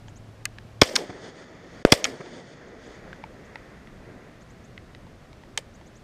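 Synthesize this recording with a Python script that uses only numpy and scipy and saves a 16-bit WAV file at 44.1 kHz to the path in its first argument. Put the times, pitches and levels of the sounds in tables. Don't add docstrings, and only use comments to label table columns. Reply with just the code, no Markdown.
import sys
import numpy as np
from scipy import signal
from scipy.fft import rfft, irfft
from scipy.io import wavfile
from scipy.ndimage import uniform_filter1d

SR = 44100
rng = np.random.default_rng(int(sys.argv[2]) if len(sys.argv) > 2 else 0)


def wrap_up_sound(samples):
    columns = np.atleast_2d(samples).T
    tamed = np.clip(columns, -1, 1)
    steps = np.round(tamed * 32767).astype(np.int16)
    wavfile.write(sys.argv[1], SR, steps)


def amplitude_ratio(level_db):
    exponent = np.asarray(level_db, float) / 20
    return 10 ** exponent


N = 266099
TIME = np.arange(N) / SR


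def add(out, x, s):
    i = int(round(s * SR))
    out[i:i + len(x)] += x[:len(out) - i]


def band(x, lo_hz, hi_hz, order=2):
    return signal.sosfilt(signal.butter(order, [lo_hz, hi_hz], "band", fs=SR, output="sos"), x)


def coloured(x, spectrum, lo_hz, hi_hz):
    hz = np.maximum(np.arange(N // 2 + 1) * SR / N, 1)
    f, db = np.transpose(spectrum)
    bins = rfft(x) * amplitude_ratio(np.interp(np.log(hz), np.log(f), db, left=-60, right=-60))
    inside = (hz > lo_hz) & (hz < hi_hz)
    return irfft(bins, N) * N / np.sqrt(2 * np.sum(np.abs(bins[inside]) ** 2))


def walk(rate):
    hold = int(SR / rate)
    steps = np.repeat(rng.standard_normal(N // hold + 1), hold)
    return 0.4 * uniform_filter1d(steps, hold)[:N]


# f/Hz, level/dB [dB per Hz]
HISS = [(71, -42.5), (120, -11), (163, -11.5), (257, -24), (315, -23.5), (404, -21), (675, -19.5),
        (900, -27), (998, -24.5), (3960, -36.5), (6350, -41), (14500, -56), (16400, -69.5)]


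def hiss():
    return coloured(rng.standard_normal(N), HISS, 10500, 14500) * amplitude_ratio(-81.5)


# t/s, level/dB [strength]
SHOTS = [
    (0.818, -2.42),
    (1.852, -10.5),
    (1.925, -3.03),
]
# f/Hz, level/dB [dB per Hz]
WIND = [(12, -37), (20, -4.5), (113, -5), (162, -11), (230, -6.5), (255, -12), (400, -16), (520, -36.5),
        (880, -120)]


def wind():
    settle_db, settle_db_s = -34, 520
    settle = np.zeros(N)
    for s, db in SHOTS[::2]:
        settle += (TIME > s) * amplitude_ratio(settle_db + db - settle_db_s * np.maximum(TIME - s, 0))
    gusts = amplitude_ratio(-53.5 + 2 * walk(5.6))
    return coloured(rng.standard_normal(N), WIND, 25, 110) * (gusts + settle)


def engine():
    hz = 106.6 + 5.7 * TIME
    drone = np.sqrt(2) * np.sin(2 * np.pi * np.cumsum(hz) / SR)
    return drone * amplitude_ratio(-50 - walk(18)) * (TIME < SHOTS[0][0])


# t/s, level/dB
CHIRPS = [(.077, -59.5), (.158, -54.5), (2.555, -66), (2.67, -63.5), (2.857, -60.5), (2.942, -64),
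          (3.445, -62.5), (4.409, -60), (4.496, -60), (4.639, -58.5), (5.740, -57.5), (5.860, -58.5),
          (5.955, -57.5)]


def bird():
    chirp_s = .031
    out, u = np.zeros(N), np.linspace(0, 1, int(chirp_s * SR))
    upper_hz = 5500 + 2800 * np.sin(u * np.pi / 2)
    lower_hz = 5600 + 1900 * u
    upper = np.sin(2 * np.pi * np.cumsum(upper_hz) / SR) * np.sin(np.pi * u ** 0.36)
    lower = np.sin(2 * np.pi * np.cumsum(lower_hz) / SR) * np.sin(np.pi * u) ** 3
    for s, db in CHIRPS:
        add(out, amplitude_ratio(db) * (upper + 0.83 * lower), s)
    leaves = amplitude_ratio(-48) * rng.standard_normal(SR // 10) * np.exp(-TIME[:SR // 10] / 0.016)
    return out + signal.fftconvolve(out, leaves)[:N]


# near level/dB, near fade [dB/s], far level/dB, far fade [dB/s]
ROLL = [
    (-30, 17.5, -48.5, 3),
    (-42, 12, -55.5, 3.1),
    (-42, 19.5, -70, 1.4),
    (-55, 29, -86, 0.4),
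]
# delay t/s, depth t/s, boom, mid, treble level/dB
TREE_LINES = [
    (.11, 0.12, -28, -48.5, -50),
    (.278, .014, -23, -37, -44),
    (.33, 0.066, -38.5, -48, -53),
    (0.399, 0.085, -35, -44, -45),
    (.535, 0.084, -45.5, -49.5, -49),
    (.885, .17, -49, -54, -55),
    (1.5, 0.31, -59, -59, -68),
    (2.1, 0.29, -52, -58, -78),
]


def echo_levels():
    step = 32
    roll_rise_s, rumble_late_s = .05, .3
    top_db, top_loss_db_s = -10, 8.5
    t = TIME[::step]
    power, late = np.zeros((4, len(t))), np.ones(len(t))
    for s, shot_db in SHOTS:
        age = np.maximum(t - s, 0)
        rise = 1 - np.exp(-age / roll_rise_s)
        late = np.where(t > s, 1 - np.exp(-(age / rumble_late_s) ** 2), late)
        for layer, (near_db, near_fade, far_db, far_fade) in enumerate(ROLL):
            near = amplitude_ratio(shot_db + near_db - near_fade * age) ** 2
            far = amplitude_ratio(shot_db + far_db - far_fade * age) ** 2
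            power[layer] += rise * (near + far)
        for delay, depth, boom_db, mid_db, treble_db in TREE_LINES:
            answer = np.exp(-((age - delay) / depth * 2 - 1) ** 4) * (t > s)
            air_db = treble_db + top_db - top_loss_db_s * delay
            power += amplitude_ratio(shot_db + np.array([[boom_db], [mid_db], [treble_db], [air_db]])) ** 2 * answer
    rumble = np.sqrt(power[0]) * late * amplitude_ratio(-6.5)
    return np.array([np.interp(TIME, t, v) for v in [*np.sqrt(power), rumble]])


# f/Hz, level/dB [dB per Hz]
BOOM = [(59, -37.5), (110, -21), (190, -7.5), (247, 1.5), (509, 0), (606, -2), (1000, -15.5), (1300, -49.5),
        (2200, -120)]
# f/Hz, level/dB [dB per Hz]
HOUSING = [(470, -36), (800, -2), (943, -3), (1310, 3), (1430, 1), (1920, 5), (2890, -12), (3480, -6.5),
           (4010, -17), (4430, -9.5), (5820, -16), (6790, -13), (7660, -30.5), (8550, -29), (11000, -54.5),
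           (14300, -71.5), (22000, -120)]
# f/Hz, level/dB [dB per Hz]
RUMBLE = [(55, -21), (90, -5), (140, -1), (190, 0), (260, -22)]


def trees():
    clicks = rng.standard_normal((4, N)) * amplitude_ratio(1.7 * rng.exponential(size=(4, N)))
    housing = np.array(HOUSING)
    low_dip, high_dip = np.searchsorted(housing[:, 0], [2800, 7500])
    boom = coloured(clicks[0], BOOM, 200, 950) * amplitude_ratio(4.5 * walk(28))
    mid = coloured(clicks[1], housing[:low_dip + 1], 1600, 2400) * amplitude_ratio(3.6 * walk(25))
    treble = coloured(clicks[2], housing[low_dip:high_dip + 1], 3300, 7300) * amplitude_ratio(2.1 * walk(22))
    top = coloured(clicks[3], housing[high_dip:], 7600, 10000)
    rumble = coloured(rng.standard_normal(N), RUMBLE, 90, 200) * amplitude_ratio(5 * walk(6.3))
    return np.sum(echo_levels() * [boom, mid, treble, top, rumble], axis=0)


def duck():
    drop_db, hold_s, recover_s = -8, 0.57, 0.6
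    down = [(TIME > s) * np.clip(1 - (TIME - s - hold_s) / recover_s, 0, 1) for s, _ in SHOTS]
    return amplitude_ratio(drop_db * np.max(down, axis=0))


def barn():
    delay_s, level_db, wave_ms = .277, -27, 3.6
    out, ms = np.zeros(N), 1000 * TIME[:SR // 10]
    for s, db in SHOTS[::2]:
        add(out, amplitude_ratio(db + level_db) * (1 - 2 * ms / wave_ms) * (ms < wave_ms), s + delay_s)
    return band(out, 49, 480)


# t/s, level/dB, t60 at 4 kHz [s], tilt [dB per octave]
WASH = [
    (.456, -70, 0.023, 4),
    (0.821, -35, 0.43, 0),
    (.966, -39, 0.19, 1),
    (1.854, -44, 0.79, -3.5),
    (1.927, -32.5, 0.19, 3),
    (2.05, -41, 0.22, 0.5),
    (5.577, -38.5, 0.085, 0),
]
# f/Hz, level/dB
WASH_BANDS = [(600, 1), (1200, -8), (2200, -2), (3500, -5), (5500, -3.5), (8500, -7.5), (11500, -20),
              (14000, -18.5)]


def wash():
    out, t = np.zeros(N), TIME[:SR // 2]
    for hz, band_db in WASH_BANDS:
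        swell = np.zeros(N)
        for s, db, t60, tilt_db in WASH:
            start_db = db + band_db + tilt_db * np.log2(hz / 4000)
            add(swell, amplitude_ratio(start_db - 60 * t / t60 * (hz / 4000) ** 0.045), s)
        noise = band(rng.standard_normal(N), hz / 1.3, hz * 1.064)
        out += swell * amplitude_ratio(9.0 * walk(150)) * noise / noise.std()
    return out


# t/s, low mode level/dB, high mode f/Hz, its
# level/dB, tick level/dB
KNOCKS = [(0.083, -48, 1650, -52.5, -51), (0.585, -49, 1720, -43.5, -44.5), (0.689, -58, 1745, -65, -66),
          (2.26, -45, 2110, -60, -54), (3.13, -57, 1590, -38.5, -52), (3.239, -31, 2270, -41, -52.5),
          (3.557, -35.5, 1944, -35.5, -44), (3.873, -62, 1980, -50, -55), (4.778, -65, 2044, -42, -49.5),
          (4.949, -57, 1990, -47, -47), (5.068, -46.5, 1520, -68, -63), (5.33, -49.5, 2240, -55, -54),
          (5.436, -44.5, 1890, -50.5, -57), (5.577, -30, 3080, -29, -60), (5.812, -47, 2140, -60, -61)]


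def knocks():
    out, t = np.zeros(N), TIME[:SR // 20]
    rise = 1 - np.exp(-t / 0.00019)
    for s, low_db, high_hz, high_db, tick_db in KNOCKS:
        low = amplitude_ratio(low_db + 5.5 - 60 * t / 0.023) * np.sin(2 * np.pi * 892 * t)
        flutter = 1 + .5 * np.cos(2 * np.pi * 480 * t)
        high = amplitude_ratio(high_db + 13.5 - 60 * t / 0.012) * np.sin(2 * np.pi * high_hz * t) * flutter
        tick = amplitude_ratio(tick_db + 20.5 - 60 * t / 0.007) * band(rng.standard_normal(len(t)), 2500, 4560)
        add(out, rise * (low + high + tick), s)
    return out


# t/s, level/dB, f/Hz
BOLT_THUMPS = [
    (0.821, -21, 62),
    (0.957, -38, 105),
    (1.925, -21, 66),
    (2.062, -40, 95),
]


def jolts():
    out, t = np.zeros(N), TIME[:SR // 10]
    for s, db, hz in BOLT_THUMPS:
        add(out, amplitude_ratio(db - 60 * t / 0.053) * np.sin(2 * np.pi * hz * t), s)
    return out


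def clacks(events, modes, spread_oct):
    out, t = np.zeros(N), np.arange(SR // 10) / SR
    hz, mode_db = np.transpose(modes)
    tones = np.sin(2 * np.pi * np.outer(hz, t))
    for s, db, bright_hz, rattle_ms, ring_ms in events:
        rattle = rng.standard_normal(len(t)) * np.exp(-(1000 * t / rattle_ms) ** 2)
        rattle *= np.minimum(t / 0.0006, 1)
        off_centre = np.log2(hz / bright_hz) / spread_oct
        gain = amplitude_ratio(mode_db + 2 * rng.standard_normal(len(hz)) - 2 * off_centre ** 2)
        gain[::2] *= -1
        decay = np.exp(-np.log(1000) * np.outer(np.sqrt(hz / bright_hz), 1000 * t / ring_ms))
        x = signal.fftconvolve(rattle, gain @ (decay * tones))[:len(t)]
        add(out, amplitude_ratio(db) * x / np.abs(x).max(), s)
    return out


# t/s, peak level/dB, brightness f/Hz, rattle [ms], ring t60 [ms]
SAFETY = [
    (.4539, -11.5, 7400, .25, 4),
    (.4547, -12.5, 2020, 0.1, 5.7),
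    (.4552, -15.5, 2050, 0.27, 22),
    (5.5748, -17, 2960, 1, 6.1),
    (5.5758, -9.5, 5080, .35, 2.13),
    (5.5763, -25, 1196, 0.38, 6),
    (5.5782, -19, 2940, 0.18, 14),
]
# f/Hz, level/dB
CATCH = [(1200, -3.5), (1650, 5), (2051, 1.5), (2500, 3.5), (3085, 4.5), (3600, -2), (4414, 3.5), (5270, 0),
         (6500, 1.5), (8300, -0.5), (9800, -7), (11600, -10), (13800, -7)]


def safety():
    return clacks(SAFETY, CATCH, spread_oct=1.6)


# t/s, peak level/dB, brightness
# f/Hz, rattle [ms], ring t60 [ms]
ACTION = [(.8135, -21, 3956, 1.5, 4.3), (.8148, 0.5, 5230, 3.3, 6), (.8165, -1.5, 1690, 6.4, 6),
          (.8180, 5, 893, 2.9, 6), (.8325, -11.5, 4440, 2.2, 6), (.8385, -23, 5815, 1.5, 6),
          (.9543, -11.5, 4200, 8.2, 8), (.9610, -3.5, 3500, 3.1, 3.3), (.9640, -19, 1250, 5.9, 8),
          (1.8498, -4, 1496, 1.5, 5), (1.8530, -25, 586, 7, 15), (1.903, -30.5, 4935, 2.7, 10),
          (1.9185, -17, 3993, 1.5, 5), (1.9201, 3.5, 4478, 3, 6), (1.9225, 5.5, 3456, 3.7, 10),
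          (1.9372, -15.5, 4715, 3.1, 6), (1.957, -30, 4930, 2.5, 6), (2.0422, -4.5, 4630, 1.34, 6),
          (2.0438, -15.5, 4640, 8, 8), (2.0485, -20, 1710, 6.6, 9.2), (2.0520, -12, 900, 2.2, 10)]
# f/Hz, level/dB
STEEL = [(480, -21.5), (820, -15), (1250, 0), (1650, 1), (2050, 3.5), (2500, -1), (3000, -0.5), (3400, 4),
         (4300, 1), (4900, 5), (5600, 4.5), (6700, 0.5), (8500, -2), (10500, -8.5), (13500, -4.5)]


def action():
    return clacks(ACTION, STEEL, spread_oct=0.94)


def blasts(waves):
    out, ms = np.zeros(N), np.arange(SR // 50) * 1000 / SR
    for s, db, first, second, recover in waves:
        ramp = 1 - (np.minimum(ms, first + second) / first) ** 1.2
        recovery = np.exp(-np.maximum(ms - first - second, 0) / recover)
        add(out, amplitude_ratio(db) * ramp * recovery, s)
    return band(out, 35, 3900, order=1)


# t/s, peak level/dB, first lobe [ms], second lobe [ms], recovery [ms]
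NEIGHBOUR = [
    (1.8507, 14, 0.81, 0.79, 0.11),
]


def neighbour_blast():
    return -uniform_filter1d(blasts(NEIGHBOUR), size=9)


# t/s, peak level/dB, first lobe [ms], second lobe [ms], recovery [ms]
BLASTS = [
    (.8197, 9, 0.49, 0.25, 0.52),
    (0.8264, -5.5, 1.04, 0.12, 0.28),
    (.8299, -12.5, 0.66, 0.18, .6),
    (1.859, -24.5, 1.01, 0.78, 0.42),
    (1.9235, 3, 0.91, 0.71, 0.57),
    (1.9307, -4, 0.57, 0.2, .8),
    (1.932, -4.5, .6, 0.23, .6),
]


def own_blasts():
    return blasts(BLASTS)


def scene():
    far = duck() * (trees() + wind() + hiss() + engine())
    steel = band(action() + safety(), 420, 12000)
    pressure = own_blasts() + neighbour_blast() + barn() + jolts()
    return (far + bird() + wash() + knocks() + steel + pressure)[None]


# t/s, level/dB
HUSH = [
    (1.826, 0.5),
    (1.834, -16.5),
    (1.849, -22),
    (1.851, -0.5),
]


def overload(dry):
    t, db = np.transpose(HUSH)
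    return np.clip(dry * amplitude_ratio(np.interp(TIME, t, db)), -.97, .97)


def roll_off(x):
    return signal.sosfilt(signal.butter(12, 16510, fs=SR, output="sos"), x)


def record(dry):
    x = overload(dry)
    x = signal.sosfilt(signal.cheby2(8, 55, 16900, fs=SR, output="sos"), x)
    return roll_off(x)


dry = scene()
out = record(dry)
wrap_up_sound(out)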